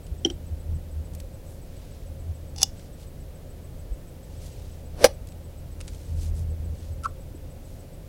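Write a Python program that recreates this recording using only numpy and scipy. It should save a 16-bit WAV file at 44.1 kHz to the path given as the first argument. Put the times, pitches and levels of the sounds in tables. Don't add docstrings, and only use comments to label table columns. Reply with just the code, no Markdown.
import sys
import numpy as np
from scipy import signal
from scipy.fft import rfft, irfft
from scipy.io import wavfile
from scipy.ndimage import uniform_filter1d

SR = 44100
rng = np.random.default_rng(int(sys.argv[2]) if len(sys.argv) > 2 else 0)


def waveform_to_disk(signal):
    frames = np.transpose(np.atleast_2d(signal))
    scaled = np.clip(frames, -1, 1) * 32767
    samples = np.round(scaled).astype(np.int16)
    wavfile.write(sys.argv[1], SR, samples)


N = 356460
TIME = np.arange(N) / SR
RING = TIME[:SR // 4]

# f/Hz, relative level/dB
AIR_SPECTRUM = [(11, -39), (18, 4), (33, -1.5), (52, -1.5), (63, -7), (86, -3.5), (139, -6), (170, -10.5),
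                (196, -16), (232, -14), (422, -19), (529, -17), (1080, -34.5), (6090, -41.5), (8090, -42),
                (8810, -42), (16000, -42)]
# f/Hz, width/Hz, level/dB
DUCT_RESONANCES = [(49, 5.7, -50), (168.7, 16, -60), (537.5, 70, -59.5)]
# t/s, duration/s, boom gain/dB
ARM_LEANS = [(0.048, 1.17, -37.5), (0.654, .11, -28), (2.0, 0.63, -38), (3.534, 0.33, -42.5),
             (4.276, 2.04, -41), (6.07, .46, -27), (6.554, 0.18, -30), (6.79, .33, -37),
             (7.168, 0.39, -44.5)]
# start/s, end/s, period/s
WHINE_TRAINS = [(.028, 4.6, .1447), (4.711, 5.9, .1442), (6.061, 8.05, .144)]
# t/s, level/dB, centre f/Hz
BRUSH_TICKS = [(0.0662, -45, 4050), (1.1357, -47, 7000), (1.149, -38.5, 9000), (1.2016, -38, 6500),
               (2.795, -46, 3000), (5.2716, -44, 7000), (5.287, -44.5, 7000), (5.3207, -46.5, 3500),
               (5.8048, -37, 3480), (5.8114, -34, 3800), (5.879, -35.5, 4500), (5.885, -42, 2980),
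               (5.934, -48, 2500), (5.947, -45, 4000), (7.036, -38.5, 4500), (7.0428, -45, 5500),
               (7.0468, -38.5, 3470), (7.056, -35.5, 3380)]
# t/s, f/Hz, level/dB, Gaussian half-width/s
TABLE_BUMPS = [(0.116, 65, -20, 0.0078), (0.53, 79.5, -24.5, 0.011), (0.998, 77.5, -23.5, 0.028),
               (2.305, 83, -23, 0.017), (3.924, 43.8, -22.5, 0.014), (6.915, 77.5, -28, 0.011),
               (7.349, 323, -35.5, 0.0028)]
# t/s, handle level/dB, table level/dB, contact level/dB
HANDLE_TAPS = [(0.2483, -7, -13.5, -31.5), (0.2582, -25, -19, -37), (0.2997, -25.5, -27, -38)]
# f/Hz, relative level/dB, T60/s
HANDLE_MODES = [(3082, -9.5, 0.011), (3155, -9, .012), (5720, -2.5, 0.0066)]
TABLE_MODES = [(277, 2, 0.093), (342, 9, 0.073), (768, -7.5, 0.063)]
# middle t/s, duration/s, level/dB, centre f/Hz
PAPER_STROKES = [(1.516, 0.19, -57, 11500), (1.861, 0.53, -61, 3560), (2.807, 0.18, -59, 4500),
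                 (3.015, 0.092, -56, 5430), (4.453, 0.12, -52, 6100), (4.539, 0.71, -59, 4230),
                 (5.991, 0.49, -58, 5400), (6.233, .17, -49.5, 6140), (6.387, 0.11, -52.5, 7500),
                 (6.824, 0.25, -59.5, 4600), (7.723, 0.31, -61, 9050)]
# t/s, level/dB, relative crack level/dB
COLLISIONS = [(2.5617, -29, -8), (2.5805, -27, -7), (2.5843, -22.5, -9), (2.6172, -10.5, -16.5),
              (2.6288, -36.5, -7), (2.6302, -6, 7), (2.6319, -1.5, -3)]
# f/Hz, relative level/dB, T60/s
PIECE_MODES = [(812, -10, 0.04), (2880, -10.5, 0.023), (3524, -6, 0.019), (4470, -6.5, 0.021),
               (4950, -5.5, 0.03), (5580, -3, 0.025), (6060, -0.5, 0.009), (7700, -10, 0.02),
               (10300, -9, 0.014)]
# f/Hz, relative level/dB
CLACK_SPECTRUM = [(300, -34.5), (600, -22), (830, -19), (1100, -30), (2200, -20.5), (2900, -7), (3900, -22),
                  (4800, 4), (6200, 5), (8700, -14), (12000, -15.5), (16000, -12)]
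# t/s, body level/dB, crack level/dB
LANDINGS = [(5.0405, -6.5, -20), (5.0427, 5, -2)]
# f/Hz, relative level/dB, T60/s
BODY_MODES = [(507, -0.5, 0.045), (550, 2.5, 0.039), (613, -6.5, 0.06), (776, -10, 0.066)]
# f/Hz, relative level/dB
WALL_MODES = [(3265, -0.5), (4255, 6), (5040, 4), (5300, 3), (5800, 5), (5965, 1), (7745, -5), (9860, -4)]
# f/Hz, relative level/dB
KNOCK_SPECTRUM = [(100, -13), (170, -34), (250, -3), (380, -19), (600, -13), (950, -16), (1600, -17.5),
                  (2200, -20), (3400, -21), (5900, -20), (7000, -28), (10000, -21.5), (16000, -38)]
# t/s, f/Hz, level/dB, Gaussian half-width/s
POT_POP = [(7.0603, 1200, -11, 0.00098)]


def undb(db):
    return 10 ** (np.asarray(db) / 20)


def unit(x):
    return x / np.sqrt(np.mean(x ** 2))


def add(out, s, sound):
    i = max(int(s * SR), 0)
    out[i:i + len(sound)] += sound[:N - i]


def edge(x, hz, kind, order=4):
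    return signal.sosfilt(signal.butter(order, min(hz, .48 * SR), kind, fs=SR, output="sos"), x)


def frequencies(size):
    return np.maximum(np.fft.rfftfreq(size, 1 / SR), 1)


def noise(points, size):
    hz, db = np.transpose(points)
    gain = undb(np.interp(np.log(frequencies(size)), np.log(hz), db))
    return unit(irfft(rfft(rng.standard_normal(size)) * gain, size))


def band(hz, width, size, order=1):
    f = frequencies(size)
    response = 1 / (1 + 1j * (f / hz - hz / f) * hz / width)
    return unit(irfft(rfft(rng.standard_normal(size)) * response ** order, size))


def fade(t60, rise):
    return (1 - np.exp(-RING / rise)) * np.exp(-np.log(1000) * RING / t60)


def ring(modes, rise, detune):
    y = np.zeros(len(RING))
    for hz, db, t60 in modes:
        detuned_hz = hz * (1 + detune * rng.standard_normal())
        y += undb(db) * fade(t60, rise) * np.sin(2 * np.pi * detuned_hz * RING)
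    y *= 1 - np.exp(-RING / rise)
    return y / np.abs(y).max()


def bursts(rows):
    out = np.zeros(N)
    t = RING - RING.mean()
    for s, hz, db, half_width in rows:
        envelope = np.exp(-(t / half_width) ** 2 / 2)
        add(out, s - RING.mean(), undb(db) * envelope * np.cos(2 * np.pi * hz * t))
    return out


def ventilation():
    ducts = sum(undb(db) * band(hz, width, N, order=2) for hz, width, db in DUCT_RESONANCES)
    return undb(-41.5) * noise(AIR_SPECTRUM, N) + ducts


def arm_weight(attack_s=0.035, release_s=0.047, resting_db=-46.5):
    power = undb(resting_db) ** 2
    for s, length, db in ARM_LEANS:
        press = np.clip((TIME - s) / attack_s, 0, 1)
        release = np.clip(1 - (TIME - s - length) / release_s, 0, 1)
        power += (undb(db) * press * release) ** 2
    return np.sqrt(power)


def table_boom(hz, waver_hz, flutter_db):
    weight = arm_weight() * undb(flutter_db * band(7, 8, N, order=2))
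    phase = 2 * np.pi * np.cumsum(hz + waver_hz * band(8.7, 12, N, order=2)) / SR
    tone = np.sqrt(2) * (np.sin(phase) + undb(-18.5) * np.sin(2 * phase))
    rumble = undb(-14) * band(111, 82, N, order=2) + undb(-7.5) * band(41, 22, N, order=2)
    return weight * (undb(-2) * tone + rumble)


def whine(hz, db, pulse_s, jitter_s):
    out = np.zeros(N)
    pulse = undb(db) * np.sin(2 * np.pi * hz * TIME[:int(pulse_s * SR)])
    for start, end, period in WHINE_TRAINS:
        for s in np.arange(start, end, period):
            add(out, s + jitter_s * rng.standard_normal(), pulse)
    return out


def brush_ticks():
    out = np.zeros(N)
    for s, db, hz in BRUSH_TICKS:
        click = edge(band(hz, 1.9 * hz, len(RING)), 8000 + 0.72 * hz, "low", order=8)
        add(out, s, undb(db) * click * fade(0.026, 0.000073))
    return out


def table_bumps():
    return bursts(TABLE_BUMPS)


def brush_taps():
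    out = np.zeros(N)
    for s, handle_db, table_db, contact_db in HANDLE_TAPS:
        contact = edge(band(3500, 5000, len(RING)), 6800, "low", order=2) * fade(0.05, 0.000098)
        handle = ring(HANDLE_MODES, rise=0.016, detune=0.0024)
        table = edge(ring(TABLE_MODES, rise=0.0015, detune=0.0032), 202, "high")
        add(out, s, undb(handle_db) * handle)
        add(out, s + 0.00051, undb(contact_db) * contact)
        add(out, s + 0.00295, undb(table_db) * table)
    return out


def paper_slides(grain_db):
    out = np.zeros(N)
    for middle, length, db, hz in PAPER_STROKES:
        size = int(length * SR)
        stroke = np.sin(np.linspace(0, np.pi, size))
        grain = undb(grain_db * unit(uniform_filter1d(rng.standard_normal(size), size=130)))
        hiss = band(hz, 2 * hz, size, order=2)
        add(out, middle - length / 2, undb(db) * stroke * grain * hiss)
    return edge(out, 11300, "low", order=2)


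def clacks():
    out = np.zeros(N)
    for s, db, crack_db in COLLISIONS:
        crack = undb(crack_db) * noise(CLACK_SPECTRUM, len(RING)) * fade(t60=0.0064, rise=0.0001)
        body = edge(ring(PIECE_MODES, rise=0.0001, detune=0.0042), 650, "high")
        add(out, s, undb(db) * (undb(-4) * body + crack))
    return out


def scrape(start_db, end_db):
    start, end = COLLISIONS[0][0], COLLISIONS[-1][0]
    size = int((end - start) * SR)
    slips = rng.standard_normal(size) * (rng.random(size) < 0.05)
    force = slips * undb(np.linspace(start_db, end_db, size))
    body = ring(PIECE_MODES, rise=0.0001, detune=0.0074)
    out = np.zeros(N)
    add(out, start, signal.fftconvolve(force, body / np.linalg.norm(body)))
    return out


def swish(db, t60, hollow_db):
    out = np.zeros(N)
    hiss = edge(noise(KNOCK_SPECTRUM, len(RING)), 9600, "low", order=1)
    hollow = undb(hollow_db) * band(500, 360, len(RING), order=2)
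    swell = fade(t60, rise=0.0007)[::-1]
    add(out, LANDINGS[0][0] - RING[-1], undb(db) * (hiss + hollow) * swell)
    return out


def container_knock(wall_t60, thud_db):
    out = np.zeros(N)
    damped_wall = [(hz, db, wall_t60) for hz, db in WALL_MODES]
    for s, body_db, crack_db in LANDINGS + rattle(count=4):
        crack = noise(KNOCK_SPECTRUM, len(RING)) * fade(t60=0.034, rise=0.00063)
        wall = undb(-1.5) * ring(damped_wall, rise=0.00037, detune=0.0035)
        body = edge(ring(BODY_MODES, rise=0.00085, detune=0.003), 460, "high", order=6)
        add(out, s, undb(body_db) * body + undb(crack_db) * (crack + wall))
    add(out, LANDINGS[-1][0], undb(thud_db) * ring(TABLE_MODES, rise=0.00084, detune=0.003))
    return out


def rattle(count, gap_s=0.0058, body_db=-31, crack_db=-14.5, step_db=-4.5):
    first = LANDINGS[-1][0] + gap_s
    return [(first + k * gap_s, body_db + k * step_db, crack_db + k * step_db) for k in range(count)]


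def pot_squeak(hz, waver_hz, db, rise_s, fall_s):
    t = TIME - POT_POP[0][0]
    swell = np.exp(-(t / np.where(t < 0, rise_s, fall_s)) ** 2 / 2)
    phase = 2 * np.pi * np.cumsum(hz + waver_hz * band(88, 124, N, order=2)) / SR
    squeak = undb(db) * swell * np.sin(phase)
    f = frequencies(N)
    low_hz, high_hz = 1056, 1540
    cavity = 1 / np.sqrt((1 + (low_hz / f) ** 40) * (1 + (f / high_hz) ** 40))
    return irfft(rfft(bursts(POT_POP) + squeak) * cavity, N)


def room(x, db, t60):
    tail = band(1670, 8200, len(RING)) * fade(t60, rise=0.0027)
    return x + undb(db) * signal.fftconvolve(x, tail / np.linalg.norm(tail))[:N]


def scene():
    background = ventilation() + whine(hz=8010, db=-58.5, pulse_s=0.022, jitter_s=0.0056)
    boom = table_boom(hz=79.85, waver_hz=2, flutter_db=1) + table_bumps()
    handling = brush_ticks() + brush_taps() + clacks() + scrape(start_db=-40.5, end_db=-17.5)
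    handling += container_knock(wall_t60=0.037, thud_db=-19.5)
    handling += pot_squeak(hz=1335, waver_hz=55, db=-23, rise_s=0.011, fall_s=0.0068)
    hisses = paper_slides(grain_db=2.1) + swish(db=-30, t60=0.17, hollow_db=4)
    return (background + boom + room(handling, db=-26.5, t60=0.2) + hisses)[None]


def record(dry):
    ceiling, top_hz = 0.88, 15900
    clipped = dry / (1 + np.abs(dry / ceiling) ** 6) ** (1 / 6)
    return signal.sosfilt(signal.ellip(10, 0.2, 70, top_hz, fs=SR, output="sos"), clipped)


dry = scene()
out = record(dry)
waveform_to_disk(out)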